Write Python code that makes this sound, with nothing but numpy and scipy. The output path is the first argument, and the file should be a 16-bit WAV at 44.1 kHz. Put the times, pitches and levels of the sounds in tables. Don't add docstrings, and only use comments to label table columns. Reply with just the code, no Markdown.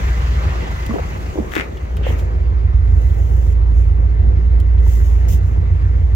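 import sys
import numpy as np
from scipy import signal
from scipy.fft import rfft, irfft, next_fast_len
from scipy.io import wavfile
from scipy.ndimage import uniform_filter1d, map_coordinates

SR = 44100
rng = np.random.default_rng(int(sys.argv[2]) if len(sys.argv) > 2 else 0)


def inscribe(sig):
    pcm = np.round(np.clip(np.atleast_2d(sig).T, -1, 1) * 32767)
    wavfile.write(sys.argv[1], SR, pcm.astype(np.int16))


N = 271215

# (t/s, bay gain/dB, hiss level/dB, whine level/dB)
BAY_AND_AIR = [(0, 1.5, -50, -45), (.45, 2.5, -54, -50), (.8, -0.5, -52, -42), (1.05, -2.5, -53.5, -49),
               (1.35, -6.5, -53, -71), (1.7, -9, -59, -53), (2.3, -10, -65, -73), (2.8, -12, -78, -57.5),
               (3.75, -13.5, -71, -59), (4.4, -13, -71, -55), (5.3, -11.5, -67.5, -55),
               (6.15, -12.5, -66, -57)]


def amp(db):
    return 10 ** (np.asarray(db) / 20)


def unit(x):
    return x / np.sqrt(np.mean(x ** 2) + 1e-20)


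def along(points, hz):
    f, v = np.transpose(points)
    return np.interp(np.log(hz + 1), np.log(f + 1), v)


def curves(rows):
    s, *cols = np.transpose(rows)
    return [np.interp(np.arange(N) / SR, s, c) for c in cols]


def wobble(rate):
    return map_coordinates(rng.standard_normal(int(N * rate / SR) + 4), [np.arange(N) * rate / SR])


def filtered(x, response):
    m = next_fast_len(N + SR // 2)
    return irfft(rfft(x, m) * response(np.fft.rfftfreq(m, 1 / SR)), m)[..., :N]


def resonant(modes):
    def response(f):
        total = 0
        for k, (centre, width, db) in enumerate(modes):
            mode = 1j * f * width / (centre * centre - f * f + 1j * f * width)
            total = total + (-1) ** k * amp(db) * mode
        return total
    return response


def resonant_noise(modes, channels=2):
    noise = rng.standard_normal((channels, N))
    return unit(filtered(noise, lambda hz: resonant(modes)(hz) ** 2))


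def panned(x, db):
    return np.array([x * amp(db / 2), x * amp(-db / 2)])


def lagged(x, radians):
    analytic = signal.hilbert(x, next_fast_len(len(x)))[:len(x)]
    return np.real(analytic * np.exp(-1j * radians))


def add_at(out, s, sound):
    start = round(s * SR)
    out[:, start:start + sound.shape[-1]] += sound


def strokes(rows):
    edge_db = 20.5
    t = np.arange(N) / SR
    gain = np.zeros(N)
    for s, *lengths, db in rows:
        knots = np.cumsum([s, *lengths])
        gain += amp(db - np.interp(t, knots, [edge_db, 0, 0, edge_db], 200, 200))
    return gain


def burst(hz, t60, rough, length=0.13, sag=0):
    sag_s = .004
    t = np.arange(int(length * SR)) / SR
    wander = np.cumsum(uniform_filter1d(rng.standard_normal(len(t)), size=int(SR / hz / 2))) * rough
    turns = hz * (t + sag * sag_s * (1 - np.exp(-t / sag_s)))
    attack = 1 - np.exp(-t * hz * 2.1)
    ring = np.sin(2 * np.pi * turns + wander) * amp(-60 * t / t60) * attack
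    return ring / np.abs(ring).max()


def inside():
    # (start t/s, end t/s)
    passage = (1.85, 2.21)
    return np.interp(np.arange(N) / SR, passage, [0, np.pi / 2])


def rush(mid, side, side_db, patchy_db, lead=0):
    z = signal.stft(rng.standard_normal((2, N)), nperseg=512)[2]
    loose = signal.stft(rng.standard_normal(N), nperseg=512)[2]
    patches = uniform_filter1d(rng.standard_normal(z.shape[1:]), size=6, axis=0)
    patches = uniform_filter1d(patches, size=10, axis=1)
    z[1] = 1j * lead * z[0] + np.sqrt(1 - min(lead ** 2, 1)) * z[1]
    frame_starts = np.minimum(np.arange(z.shape[2]) * 256, N - 1)
    near = np.maximum(inside(), .8)[frame_starts]
    z[1] = np.cos(near) * loose + np.sin(near) * z[1]
    pair = signal.istft(z * amp(patchy_db * unit(patches)), nperseg=512)[1][:, :N]
    m, s = filtered(pair, lambda hz: amp([along(mid, hz), along(side, hz)]))
    return unit(m) + amp(side_db) * unit(s) * np.array([[1], [-1]])


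def firings(scatter_db, jitter_ms):
    # (t/s, firings a second f/Hz)
    firing_rate = [(0, 60), (.42, 59.3), (.7, 57.8), (1.16, 58.7), (2.02, 59.2), (2.25, 56.8), (2.42, 57.7),
                   (2.7, 57.2), (2.9, 56), (3.28, 58.9), (3.45, 57), (3.72, 55.9), (4.02, 56.2),
                   (4.3, 58.2), (4.78, 58.2), (5, 56.3), (5.3, 58.2), (5.85, 57.4), (6.15, 58.8)]
    # (strength level/dB, lateness from its manifold path/ms)
    cylinders = [(-1, -.1), (1.8, .2), (.4, .4), (1, 1.7), (-.7, -2.1), (-2.7, 1), (2, -.6), (-.9, -.5)]
    turns = np.cumsum(curves(firing_rate)[0]) / SR
    k = np.arange(int(turns[-1]))
    strength_db, late_ms = np.array(cylinders)[(k + 1) % 8].T
    timing_luck, burn_luck = rng.standard_normal((2, len(k)))
    burn_luck = burn_luck - .7 * np.roll(burn_luck, 1)
    at = np.interp(k + .2, turns, np.arange(N))
    at += (late_ms + jitter_ms * timing_luck) * SR / 1000
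    return np.bincount(np.clip(at, 0, N - 1).astype(int), amp(strength_db + scatter_db * burn_luck), N)


def exhaust(pulses):
    # (f/Hz, width/Hz, level/dB)
    boom_modes = [(57.8, 15.6, 0), (42, 12, -9)]
    # (f/Hz, width/Hz, level/dB)
    cabin_pipe = [(87, 20, 0), (152, 5, -7)]
    # (f/Hz, width/Hz, level/dB)
    street_pipe = [(73, 12, 0), (95, 12, -5), (136, 24, -6)]
    # (f/Hz, width/Hz, level/dB)
    shake_modes = [(24, 14, -5), (43, 12, -1), (68, 14, 0)]
    # (t/s, boom level/dB, pipe level/dB)
    approach = [(0, -14, -23), (.45, -17.5, -13.5), (.65, -20.5, -23.5), (1.15, -27, -22.5),
                (1.35, -24.5, -27.5), (1.65, -34, -29.5), (1.95, -18, -20.5), (2.45, -14, -16.5),
                (2.9, -10, -15.5), (3.2, -13, -15), (3.75, -9.5, -16.5), (4.5, -10, -16),
                (5.15, -9.5, -17.5), (5.55, -14.5, -13.5), (6.15, -11.5, -16.5)]
    # (t/s, bass left-right level/dB)
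    turning = [(2.0, 0.5), (2.6, -4), (6.1, -2.5)]
    shake_db, shake_share = -23, .5
    bass_lead = 0.39

    boom_db, pipe_db = curves(approach)
    muffled = filtered(pulses, lambda hz: 1 / (1 + (hz / 116) ** 4))
    muffled -= .7 * filtered(muffled, resonant([(116, 14, 0)]))
    boom = unit(filtered(muffled, resonant(boom_modes)))
    cabin = unit(filtered(muffled, resonant(cabin_pipe)))
    street = unit(filtered(muffled, resonant(street_pipe)))
    pipe = np.sin(inside()) * cabin + np.cos(inside()) * street
    shake = resonant_noise(shake_modes, channels=1)[0]
    loose = amp(shake_db + shake_share * (boom_db - boom_db.max())) * shake
    bass = amp(boom_db) * boom - amp(pipe_db) * pipe + loose
    left, right = panned(bass, curves(turning)[0])
    return np.array([left, lagged(right, bass_lead * np.sin(inside()))])


def engine_bay(pulses):
    # (f/Hz, density level/dB per Hz)
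    roar_tone = [(94, -17), (160, -3), (263, -11), (367, -11), (505, -15), (600, -24), (808, -28),
                 (900, -46), (1170, -61), (1980, -120)], [(59, -29), (100, -3.5), (141, -23), (307, -23.5),
                 (372, -21.5), (715, -20.5), (900, -25.5), (1170, -58.5), (1980, -120)]
    # (f/Hz, density level/dB per Hz)
    clatter_tone = [(350, -4.5), (600, 1), (918, -2), (1200, -2.5), (1400, -5.5), (2030, -4.5), (3330, -17),
                    (7070, -26), (8220, -39), (15900, -45.5)], [(350, -39), (600, -27), (996, -9.5),
                    (1750, -17), (2030, -20), (2640, -24.5), (2860, -26.5), (7370, -43), (8330, -50.5),
                    (15900, -70)]
    # (f/Hz, width/Hz, level/dB)
    pump_modes = [(2030, 70, 0), (1800, 100, -4)]
    # (f/Hz, width/Hz, level/dB)
    panel_modes = [(202, 14, -1), (368, 30, 0), (510, 34, -5)]
    roar_db, roar_share = -31.5, 0.14
    clatter_db, dull_db, dull_share = -34, -38, 0.65
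    split_hz = 1900

    gain_db, _, whine_db = curves(BAY_AND_AIR)
    puffs = np.abs(uniform_filter1d(uniform_filter1d(pulses, size=600), size=500))
    pumping = (puffs / puffs.mean()) ** 0.22
    roar = unit(rush(*roar_tone, side_db=0.7, patchy_db=1.76, lead=0.7) * pumping)
    roar *= amp(roar_db + roar_share * gain_db + 1.6 * wobble(7.7))
    clatter = rush(*clatter_tone, side_db=1.5, patchy_db=1.7, lead=-.6)
    clatter *= pumping * amp(.5 * wobble(4.9))
    low = filtered(clatter, lambda hz: 1 / (1 + (hz / split_hz) ** 4))
    bright = amp(clatter_db + gain_db) * (clatter - low)
    dull = amp(dull_db + dull_share * gain_db) * low
    whine = amp(whine_db + 3 * wobble(11)) * resonant_noise(pump_modes)
    panels = amp(-45.5 + 3.2 * wobble(6.8)) * resonant_noise(panel_modes)
    return roar + bright + dull + panels + whine


def thump(hz):
    sag = .3
    ring = burst(hz, t60=.014 + 11 / hz, rough=.035, sag=sag)
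    return ring + amp(-10.5) * burst(1.75 * hz, t60=0.035, rough=0.076, sag=sag)


def seat_thumps():
    # (t/s, level/dB, f/Hz, left-right level/dB, radians by which the left port leads)
    thump_rows = [(0.894, -17.5, 200, -5, -0.5), (0.908, -16.5, 225, -4.5, -2),
                  (0.940, -13.5, 290, 5.5, -2.5), (0.958, -13, 380, -6, -2), (0.984, -16, 605, -7.5, -2.5),
                  (0.993, -16, 473, 2, -2), (1.355, -18.5, 310, 4, -1.1), (1.375, -22.5, 392, 3, -1),
                  (1.385, -11.5, 294, -5, -1.6), (1.399, -15.5, 212, -1, 0.6), (1.564, -11.5, 310, 1.5, 2),
                  (1.584, -18.5, 265, 0, 1.7), (2.011, -26, 394, 1, 0.7), (2.066, -13.5, 485, -4.5, 1.7),
                  (2.103, -22.5, 430, -6.5, -0.7), (2.139, -23.5, 348, 2, 2.8)]
    # (t/s, level/dB, f/Hz)
    knock_rows = [(0.908, -24, 1130), (0.958, -31, 970), (1.375, -31.5, 933), (4.865, -33.5, 900)]
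    out = np.zeros((2, N + SR))
    for s, db, hz, pan_db, lead in thump_rows:
        shared = thump(hz)
        both = np.array([shared, lagged(shared, lead) + .3 * thump(hz)])
        add_at(out, s, amp([[db + pan_db / 2], [db - pan_db / 2]]) * both)
    for s, db, hz in knock_rows:
        add_at(out, s, amp(db) * burst(hz, t60=0.031, rough=0.055))
    return out[:, :N]


def padding_scuffle():
    # (start t/s, rise/s, hold/s, fall/s, level/dB)
    shifts = [(.85, 0.045, 0.1, .08, -34), (1.3, 0.066, 0.06, 0.2, -32), (1.52, 0.05, 0.035, 0.3, -32),
              (1.98, 0.077, 0.1, 0.3, -34)]
    # (f/Hz, width/Hz, level/dB)
    padding_modes = [(317, 280, 0), (737, 740, -4)]
    lumps = rng.standard_normal((2, N)) * amp(1.2 * wobble(45))
    return strokes(shifts) * unit(filtered(lumps, lambda hz: resonant(padding_modes)(hz) ** 2))


def leather():
    # (f/Hz, width/Hz, level/dB)
    leather_modes = [(1215, 480, -3.5), (1930, 500, 0), (2720, 280, -2), (3450, 410, -6), (6500, 6600, -6)]
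    # (t/s, level/dB)
    snap_rows = [(1.5204, -21), (1.537, -14), (1.5533, -13), (1.5595, -15), (1.5647, -8), (1.5682, -14),
                 (1.5786, -12), (1.584, -16), (1.598, -9), (1.6098, -11), (1.619, -22)]
    # (start t/s, rise/s, hold/s, fall/s, level/dB)
    slides = [(1.49, 0.064, 0.049, 0.09, -29), (1.99, 0.045, .09, 0.19, -40)]
    # (start t/s, rise/s, hold/s, fall/s, level/dB, f/Hz)
    squeak_rows = [(1.53, 0.053, 0.03, 0.051, -28, 2260), (2.026, 0.008, 0.06, 0.049, -38, 2930),
                   (2.03, 0.032, 0.023, 0.21, -37, 1990)]
    top_hz = 3300

    def skin(hz):
        return resonant(leather_modes)(hz) / (1 + 1j * hz / top_hz) ** 4

    def snap(hz):
        return skin(hz) - .25 / (1 + 1j * hz / top_hz) ** 3

    slips = np.zeros(N)
    for s, db in snap_rows:
        slips[round(s * SR)] = amp(db)
    single_peak = np.abs(filtered(np.arange(N) == 0, snap)).max()
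    out = panned(filtered(slips, snap), 12) / single_peak
    out[1] = np.roll(out[1], 14)
    grit = rng.standard_normal((2, N)) * amp(1.3 * wobble(400))
    out += amp([[1.5], [-1.5]]) * strokes(slides) * unit(filtered(grit, skin))
    for *stroke, hz in squeak_rows:
        out += strokes([stroke]) * resonant_noise([(hz, 700, 0)])
    return out


def ticks():
    # (t/s, level/dB, f/Hz, sharp edge over the ring level/dB)
    tick_rows = [(0.864, -36, 3030, 4.5), (1.517, -32.5, 2990, -13), (1.553, -28, 3450, 1),
                 (1.771, -38, 3220, -10.5), (1.9686, -34, 2760, -1), (2.192, -37.5, 2830, -8),
                 (4.601, -41.5, 3200, 5.5), (4.78, -44, 3360, -28)]
    out = np.zeros((2, N + SR))
    t = np.arange(SR // 20) / SR
    for s, db, hz, edge_db in tick_rows:
        edge = amp(edge_db - 60 * t / 0.023) * rng.standard_normal((2, len(t)))
        ring = burst(hz, t60=0.051, rough=0.35, length=.06)[:len(t)]
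        add_at(out, s, amp(db) * (ring + edge))
    return out[:, :N]


def rubbing():
    # (f/Hz, density level/dB per Hz)
    cloth_tone = [(1470, -35), (2500, -5), (2700, 0.5), (4530, -8), (6560, 3.5), (8330, -7.5),
                  (10900, -9.5), (15100, -5), (15800, -8)]
    # (start t/s, rise/s, hold/s, fall/s, level/dB)
    rubs = [(1.49, 0.042, 0.049, 0.072, -52), (2.04, 0.03, 0.063, 0.062, -54),
            (2.17, 0.018, 0.011, .07, -51.5), (2.7, 0.33, .5, 0.033, -58), (3.68, .09, 0.023, 0.18, -59.5),
            (4.8, 0.077, 0.067, 0.44, -49.5), (5.04, 0.018, 0.022, 0.068, -61),
            (5.28, 0.0064, 0.058, 0.046, -43.5), (5.38, 0.077, .03, 0.091, -61.5)]
    pressure = strokes(rubs)
    hiss = rush(cloth_tone, cloth_tone, side_db=0.5, patchy_db=1.0)
    hiss *= amp(1.3 * wobble(330) + 0.37 * wobble(33))
    sheen = filtered(hiss, lambda hz: 1 / (1 + (11500 / (hz + 1)) ** 8))
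    level = amp(curves(BAY_AND_AIR)[1]) + pressure
    return level * (hiss + np.clip(pressure / amp(-50.5), 0, 1.5) * sheen)


def scene():
    pulses = firings(scatter_db=1.9, jitter_ms=.6)
    engine = exhaust(pulses) + engine_bay(pulses)
    seat = seat_thumps() + padding_scuffle() + leather()
    return engine + seat + ticks() + rubbing()


def record(dry):
    ceiling, top_hz = .97, 15950
    heard = filtered(dry, lambda hz: (1j * hz / (12 + 1j * hz)) ** 4)
    heard = heard / (1 + np.abs(heard / ceiling) ** 8) ** (1 / 8)
    return filtered(heard, lambda hz: hz < top_hz)


dry = scene()
out = record(dry)
inscribe(out)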